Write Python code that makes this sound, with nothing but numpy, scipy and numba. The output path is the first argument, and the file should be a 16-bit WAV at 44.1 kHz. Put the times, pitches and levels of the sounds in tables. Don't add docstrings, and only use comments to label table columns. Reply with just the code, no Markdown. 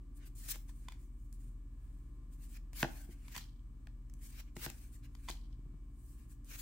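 import sys
import numpy as np
from scipy import signal
from scipy.fft import rfft, irfft, next_fast_len
from scipy.io import wavfile
from scipy.ndimage import uniform_filter1d, map_coordinates
from numba import njit

SR = 44100
rng = np.random.default_rng(int(sys.argv[2]) if len(sys.argv) > 2 else 0)


def put_to_file(sound):
    columns = np.atleast_2d(sound).T
    safe = np.clip(columns, -1, 1)
    whole_steps = np.round(safe * 32767)
    wavfile.write(sys.argv[1], SR, whole_steps.astype(np.int16))


N = 291501
TIME = np.arange(N) / SR

# (frequency [Hz], level [dB])
APPLIANCE_LINES = [(41.09, -51), (58.67, -54.5), (117.38, -65), (234.76, -72.5), (284.6, -73),
                   (352.19, -84), (1056.85, -90), (1173.9, -92), (1701, -95), (2289.08, -95.5),
                   (2993.37, -100.6)]
# (frequency [Hz], density [dB per Hz])
ROOM_TONE = [(20, -92), (45, -76), (70, -83), (125, -81), (200, -91.5), (290, -90), (400, -103),
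             (500, -111), (850, -114), (1120, -108), (1420, -116), (2000, -119), (5000, -125.5),
             (15000, -133)]
MIC_SELF_NOISE = [(4000, -140), (6500, -123), (8400, -115), (9800, -136), (11500, -127), (15500, -127)]
# (frequency [Hz], gain [dB])
PORT_TILT = [(6000, 0.25), (9000, 0), (11000, 0.1), (15000, 4)]
# (low edge [Hz], high edge [Hz], t60 [s], level [dB])
REVERB_BANDS = [(120, 810, .35, -10), (577, 900, 0.64, -14.5), (926, 2500, 0.34, -14.5),
                (2570, 7400, 0.22, -9), (5900, 23000, .36, -14.5)]

# (time [s], knock [dB], treble scrape [dB], length [s])
TABLE_SLAPS = [(.693, -59, -66, .005), (.8848, -43, -50, .003), (.9212, -51.5, -58, .003),
               (3.3485, -58, -60, .004), (3.3535, -51, -53, .0025), (3.3637, -41, -44, .0026),
               (5.1503, -61, -71, .0025), (5.2805, -52, -57, .006), (5.2865, -36.5, -43, .004),
               (5.2948, -42, -41.5, .004), (5.3004, -51, -54, .002)]
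# (time [s], level [dB], t60 [s])
GLIDES = [(3.381, -59.5, 0.48), (5.304, -56, 0.45)]
# (frequency [Hz], width [Hz], gain [dB])
SLAP_MODES = [(1031, 98, 8), (1330, 260, 0.5), (2060, 140, 2), (2390, 200, 3), (3120, 120, 0),
              (3460, 100, 4), (4550, 460, 4), (6560, 920, -1)]
GLIDE_MODES = [(1044, 250, -16), (3150, 300, -4), (4060, 300, -8.5), (4660, 1300, -9.5)]
# (time [s], low [dB], mid [dB], treble [dB], length [s])
EDGE_TICKS = [(.4875, -74, -54, -47, .006), (.557, -61, -60, -56, .003), (1.3265, -86, -77, -61, .003),
              (2.7313, -68, -59, -55, .0036), (2.8285, -38, -27, -41, .0014),
              (2.8375, -35, -52, -55, .0017), (3.281, -67, -54, -61, .004), (3.373, -61, -57, -54, .002),
              (3.378, -66, -46, -44, .0022), (3.8705, -76, -58, -66, .0018), (4.098, -79, -70, -63, .0022),
              (4.138, -80, -76, -57.5, .0018), (4.5662, -54, -50, -55, .0032),
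              (4.662, -48, -42.5, -51, .0022), (4.7002, -58, -48.5, -45.5, .0023),
              (6.445, -80, -77, -65, .002)]
# (frequency [Hz], gain [dB])
EDGE_LOW = [(100, -21), (300, -3.5), (600, -13.5), (950, -3), (1300, -28.5), (3000, -33)]
EDGE_MID = [(500, -38.5), (1000, 2.5), (1400, -2.5), (1750, 2), (2300, -2.5), (2900, -3.5), (3500, -7),
            (4600, -7.5), (6500, -12), (12000, -49)]
EDGE_TREBLE = [(2000, -31), (4800, 0), (8000, 6), (10500, 0), (15500, -1.5)]
# (time [s], level [dB], contact cut-off [Hz], thump gain [dB])
SNAPS = [(0.559, -44.5, 1090, -7), (2.829, -18.5, 5600, -1), (2.8362, -47, 900, -17),
         (2.8443, -17.5, 900, -10), (2.853, -44, 900, 4), (3.089, -49.5, 500, 11), (3.366, -45.5, 500, 3),
         (3.8707, -50, 1900, -20), (4.568, -41.5, 600, 7.5), (4.6627, -32, 1700, 0),
         (4.678, -43.5, 890, 2.5), (5.2964, -34, 1100, -3), (5.589, -41.5, 168, 5.5), (5.66, -41.5, 140, 7),
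         (5.74, -40, 149, 6.5)]
# (frequency [Hz], gain [dB], t60 [s])
HELD_MODES = [(148.7, -8, 0.07), (261, -13, 0.061), (341.6, -12, 0.075), (460, -14.5, 0.025),
              (644, -12.5, 0.032), (787, -15.5, .035), (859, -15.5, 0.045), (1080, -10.5, 0.0047),
              (1430, -13.5, 0.033), (1630, -4, 0.014), (1860, -3.5, .012), (2600, -15, 0.021),
              (3230, -18, .008), (4020, -11, .007), (5220, -11.5, .006), (6660, -13, 0.0086)]

# (frequency [Hz], gain [dB])
FACE_HISS = [(1500, -28), (3000, -7), (4400, -.5), (6000, -1), (8700, -1), (10500, -1.5), (12500, -.5),
             (15000, 0)]
BODY_RASP = [(200, -17.5), (450, -9.5), (700, -9), (1100, -8.5), (1600, -0.5), (2000, -3.5), (2500, -2.5),
             (3500, -8.5), (4800, -9), (7000, -10), (14000, -35)]
LIGHT_TOUCH = [(3000, -12), (5500, -10), (7200, 1), (9000, 5), (10500, -3), (15000, -5)]
# (start [s], length [s], final hiss [dB], final rasp [dB], tug length [s], tug [dB])
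PULLS = [(0.353, 0.17, -34.5, -51, 0.045, 16.5), (2.486, .088, -61, -60, 0.038, -3),
         (2.73, 0.1, -41.5, -44.5, 0.1, 19.5), (4.281, 0.13, -56.5, -54, 0.055, 0.5),
         (4.556, .101, -39.5, -45, 0.049, 11), (6.451, 0.11, -49.5, -51.5, 0.1, 9.5)]
# (middle [s], half length [s], hiss [dB], rasp [dB])
FINGER_RUBS = [(0.176, 0.019, -62.5, -87), (0.228, 0.034, -75, -69.5), (.27, 0.015, -60, -69.5),
               (0.546, 0.016, -65, -56.5), (0.696, 0.016, -63, -69), (0.79, 0.074, -67.5, -97),
               (1.03, .05, -70, -85), (1.223, 0.1, -76, -100), (1.344, 0.014, -64, -86),
               (1.428, 0.1, -70.5, -84), (1.946, 0.22, -77.5, -88), (2.336, 0.022, -65, -78),
               (2.436, 0.043, -61.5, -74.5), (2.895, 0.059, -67, -66), (2.97, 0.1, -59, -66.5),
               (3.122, 0.02, -60.5, -69.5), (3.353, .009, -60, -50), (4.253, 0.047, -57, -70),
               (4.481, 0.016, -89.5, -71), (4.687, 0.037, -64, -59.5), (4.803, 0.1, -62.5, -73),
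               (4.95, 0.038, -64, -76.5), (5.048, 0.019, -66.5, -65), (6.094, 0.11, -65, -85),
               (6.206, 0.046, -69, -75), (6.32, 0.027, -61.5, -79), (6.602, 0.026, -45.5, -58)]
# (time it lies flat [s], hiss [dB], rasp [dB])
PILE_SKIMS = [(0.929, -70, -69), (3.375, -53.5, -58), (5.315, -58.5, -65)]


def undb(db):
    return 10 ** (np.asarray(db) / 20)


def unit(x):
    return x / np.sqrt(np.mean(x ** 2))


def colour(x, points):
    hz, db = np.transpose(points)
    size = next_fast_len(N + SR // 10)
    bin_hz = np.maximum(np.fft.rfftfreq(size, 1 / SR), 1)
    gain = undb(np.interp(np.log(bin_hz), np.log(hz), db))
    return irfft(rfft(x, size) * gain, size)[..., :N]


def noise_pair(correlation):
    mid, side = rng.standard_normal((2, N))
    return (np.sqrt(1 + correlation) * mid + np.sqrt(1 - correlation) * np.array([side, -side])) / np.sqrt(2)


def wander(rate_hz):
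    hold = int(SR / rate_hz)
    stairs = np.repeat(rng.standard_normal(N // hold + 1), hold)
    return unit(uniform_filter1d(stairs, hold)[:N])


def pan(db):
    return undb(np.array([[db], [-db]]) / 2)


def step(at_s, width_s):
    return .5 + .5 * np.tanh((TIME - at_s) / width_s)


@njit
def resonance(x, hz, q):
    out, band_state, low_state = np.empty(len(x)), 0., 0.
    for i in range(len(x)):
        g = np.tan(np.pi * hz[i] / SR)
        band = (band_state + g * (x[i] - low_state)) / (1 + g * (g + 1 / q))
        band_state = 2 * band - band_state
        low_state += 2 * g * band
        out[i] = band / q
    return out


def appliance(waver_s=.0005):
    hum = 0
    for hz, db in APPLIANCE_LINES:
        amplitude = np.sqrt(2) * undb(db + 2 * wander(2.5))
        phase = 2 * np.pi * (hz * TIME + rng.random()) + hz * waver_s * wander(8.7)
        hum += amplitude * np.sin(phase)
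    return hum


def room_tone(split_hz=600):
    shared = signal.sosfilt(signal.butter(2, split_hz, fs=SR, output="sos"), noise_pair(.88))
    apart = signal.sosfilt(signal.butter(2, split_hz, "high", fs=SR, output="sos"), noise_pair(0))
    return np.sqrt(SR / 2) * colour(shared + apart, ROOM_TONE) * undb(.59 * wander(8.3))


def microphone_hiss():
    return np.sqrt(SR / 2) * colour(rng.standard_normal(N), MIC_SELF_NOISE) * np.array([[1], [0]])


def reflections(x):
    age = np.arange(int(.6 * SR)) / SR
    response = 0
    for low_hz, high_hz, t60, db in REVERB_BANDS:
        band = signal.butter(2, [low_hz, min(high_hz, .45 * SR)], "band", fs=SR, output="sos")
        tail = np.exp(-np.log(1000) * age / t60) * (1 - np.exp(-(age / .006) ** 2))
        tail /= np.sqrt(np.sum(tail ** 2))
        response += undb(db) * signal.sosfilt(band, tail * rng.standard_normal((2, len(age))))
    return signal.fftconvolve(x, response, axes=1)[:, :N]


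def friction(grain_db, flutter_db):
    return unit(undb(grain_db * wander(1800) + flutter_db * wander(90)))


def rubbed_modes(force, modes, correlation):
    ringing = 0
    for hz, width, db in modes:
        slips = force * noise_pair(correlation)
        centre_hz = np.full(N, float(hz))
        ringing += undb(db) * np.array([resonance(side, centre_hz, hz / width) for side in slips])
    return unit(ringing)


def bursts(times, levels_db, lengths):
    envelope = np.zeros(N)
    age = np.arange(SR // 20) / SR
    for at_s, db, length in zip(times, levels_db, lengths):
        start = int(at_s * SR)
        shape = (1 - np.exp(-age / .00081)) * np.exp(-(age / (.61 * length)) ** .99)
        envelope[start:start + len(age)] += undb(db) * shape / np.sqrt(np.mean(shape[:SR // 250] ** 2))
    return envelope


def table_landings():
    times, knock_db, scrape_db, lengths = np.transpose(TABLE_SLAPS)
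    force = friction(grain_db=5, flutter_db=-4.8)
    age = np.arange(SR // 50) / SR
    ring = sum(undb(db) * np.sin(2 * np.pi * hz * age) * np.exp(-np.pi * width * age)
               for hz, width, db in SLAP_MODES)
    blows = np.zeros(N)
    blows[(times * SR).astype(int)] = undb(knock_db)
    clack = signal.fftconvolve(blows, ring / np.std(ring[:SR // 250]))[:N]
    patter = bursts(times + lengths / 4, knock_db, lengths) * rubbed_modes(force, SLAP_MODES, .17)
    no_bass = signal.butter(3, 750, "high", fs=SR, output="sos")
    knock = signal.sosfilt(no_bass, .65 * clack + .75 * patter)
    scrape = bursts(times, scrape_db, lengths) * unit(colour(force * noise_pair(.048), EDGE_TREBLE))
    speed = sum((TIME > start) * undb(db - 60 * np.abs(TIME - start) / t60) for start, db, t60 in GLIDES)
    glide = speed * rubbed_modes(force, GLIDE_MODES, .074)
    return (knock + scrape + glide) * pan(-.54)


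def edge_ticks():
    times, low_db, mid_db, treble_db, lengths = np.transpose(EDGE_TICKS)
    force = friction(grain_db=1, flutter_db=2)
    bands = [(low_db, EDGE_LOW, .8), (mid_db, EDGE_MID, .45), (treble_db, EDGE_TREBLE, .15)]
    return sum(bursts(times, db, lengths) * unit(colour(force * noise_pair(correlation), points))
               for db, points, correlation in bands)


def card_snaps(thump_below_hz=500):
    snaps = np.zeros(N)
    age = np.arange(SR // 5) / SR
    hz, db, t60 = np.transpose(HELD_MODES)[:, :, None]
    polarity = (-1) ** np.arange(len(hz))[:, None]
    rings = polarity * undb(db) * np.sin(2 * np.pi * hz * age) * np.exp(-np.log(1000) * age / t60)
    for at_s, blow_db, contact_hz, thump_db in SNAPS:
        weight = undb(blow_db + thump_db * (hz < thump_below_hz)) / np.sqrt(1 + (hz / contact_hz) ** 4)
        start = int(at_s * SR)
        snaps[start:start + len(age)] += (weight * rings).sum(axis=0)
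    return np.array([snaps, np.roll(snaps, shift=2)])


def flex(x, depth_db, patch_hz, patch_s):
    hz, times, frames = signal.stft(x, SR, nperseg=512)
    field = rng.standard_normal((256, 1024))
    where = np.meshgrid(hz / patch_hz, times / patch_s, indexing="ij")
    gain = undb(depth_db * map_coordinates(field, where, order=3, mode="wrap"))
    return unit(signal.istft(frames * gain, SR)[1][:, :N])


def hand_strokes():
    loose_hz, pinned_hz, free_hz = 2270., 3600, 1750
    hiss_swell_db, rasp_swell_db = 8, 22.5
    tug_ease, tug_rasp_share = 2.36, .34
    skim_rise_db_per_s, skim_fall_db_per_s = 113, 270
    moves, ring_hz = [], np.full(N, loose_hz)
    for start, length, hiss_db, rasp_db, tug_s, tug_db in PULLS:
        drawn = np.clip((TIME - start) / length, 0, 1)
        touching = step(start, width_s=.004) * (1 - step(start + length, width_s=.007))
        held_back_db = tug_db * np.clip((start + length - TIME) / tug_s, 0, 1) ** tug_ease
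        hiss_curve_db = hiss_db - hiss_swell_db * (1 - drawn) - held_back_db
        rasp_curve_db = rasp_db - rasp_swell_db * (1 - drawn) - tug_rasp_share * held_back_db
        moves.append(touching * undb([hiss_curve_db, rasp_curve_db]))
        ring_hz += touching * (pinned_hz * (free_hz / pinned_hz) ** drawn - loose_hz)
    for middle, half_length, hiss_db, rasp_db in FINGER_RUBS:
        offset = np.minimum(np.abs((TIME - middle) / half_length), 10)
        swell = np.exp(-offset ** 1.7)
        moves.append(swell * undb([[hiss_db], [rasp_db]]))
    for flat_s, hiss_db, rasp_db in PILE_SKIMS:
        age = TIME - flat_s
        pressure = undb(-np.maximum(-skim_rise_db_per_s * age, skim_fall_db_per_s * age))
        moves.append(pressure * undb([[hiss_db], [rasp_db]]))
    hiss_gain, rasp_gain = np.sqrt(sum(move ** 2 for move in moves))
    return hiss_gain, rasp_gain, ring_hz


def card_slides(full_rasp_db=-60.5):
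    hiss_gain, rasp_gain, ring_hz = hand_strokes()
    force = friction(grain_db=0, flutter_db=1.5)
    hiss = flex(colour(force * noise_pair(-.05), FACE_HISS), depth_db=2.8, patch_hz=330, patch_s=.04)
    fullness = np.minimum(rasp_gain / undb(full_rasp_db), 1) ** .82
    hiss = fullness * hiss + (1 - fullness) * colour(hiss, LIGHT_TOUCH)
    body = unit(colour(force * noise_pair(.2), BODY_RASP))
    ring = unit(np.array([resonance(side, ring_hz, q=1.5) for side in body]))
    rasp = flex(body + .45 * ring, depth_db=3, patch_hz=260, patch_s=.035)
    return hiss * hiss_gain * pan(.77) + rasp * rasp_gain * pan(.52)


def scene():
    cards = card_slides() + edge_ticks() + card_snaps() + table_landings()
    return cards + reflections(cards) + (appliance() + room_tone()) * pan(.38) + microphone_hiss()


def record(dry):
    left = colour(dry[0], PORT_TILT)
    right = colour(dry[1], [(hz, -db) for hz, db in PORT_TILT])
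    top_cut = signal.ellip(10, .2, 70, 15750, fs=SR, output="sos")
    return signal.sosfilt(top_cut, [left, right])


dry = scene()
out = record(dry)
put_to_file(out)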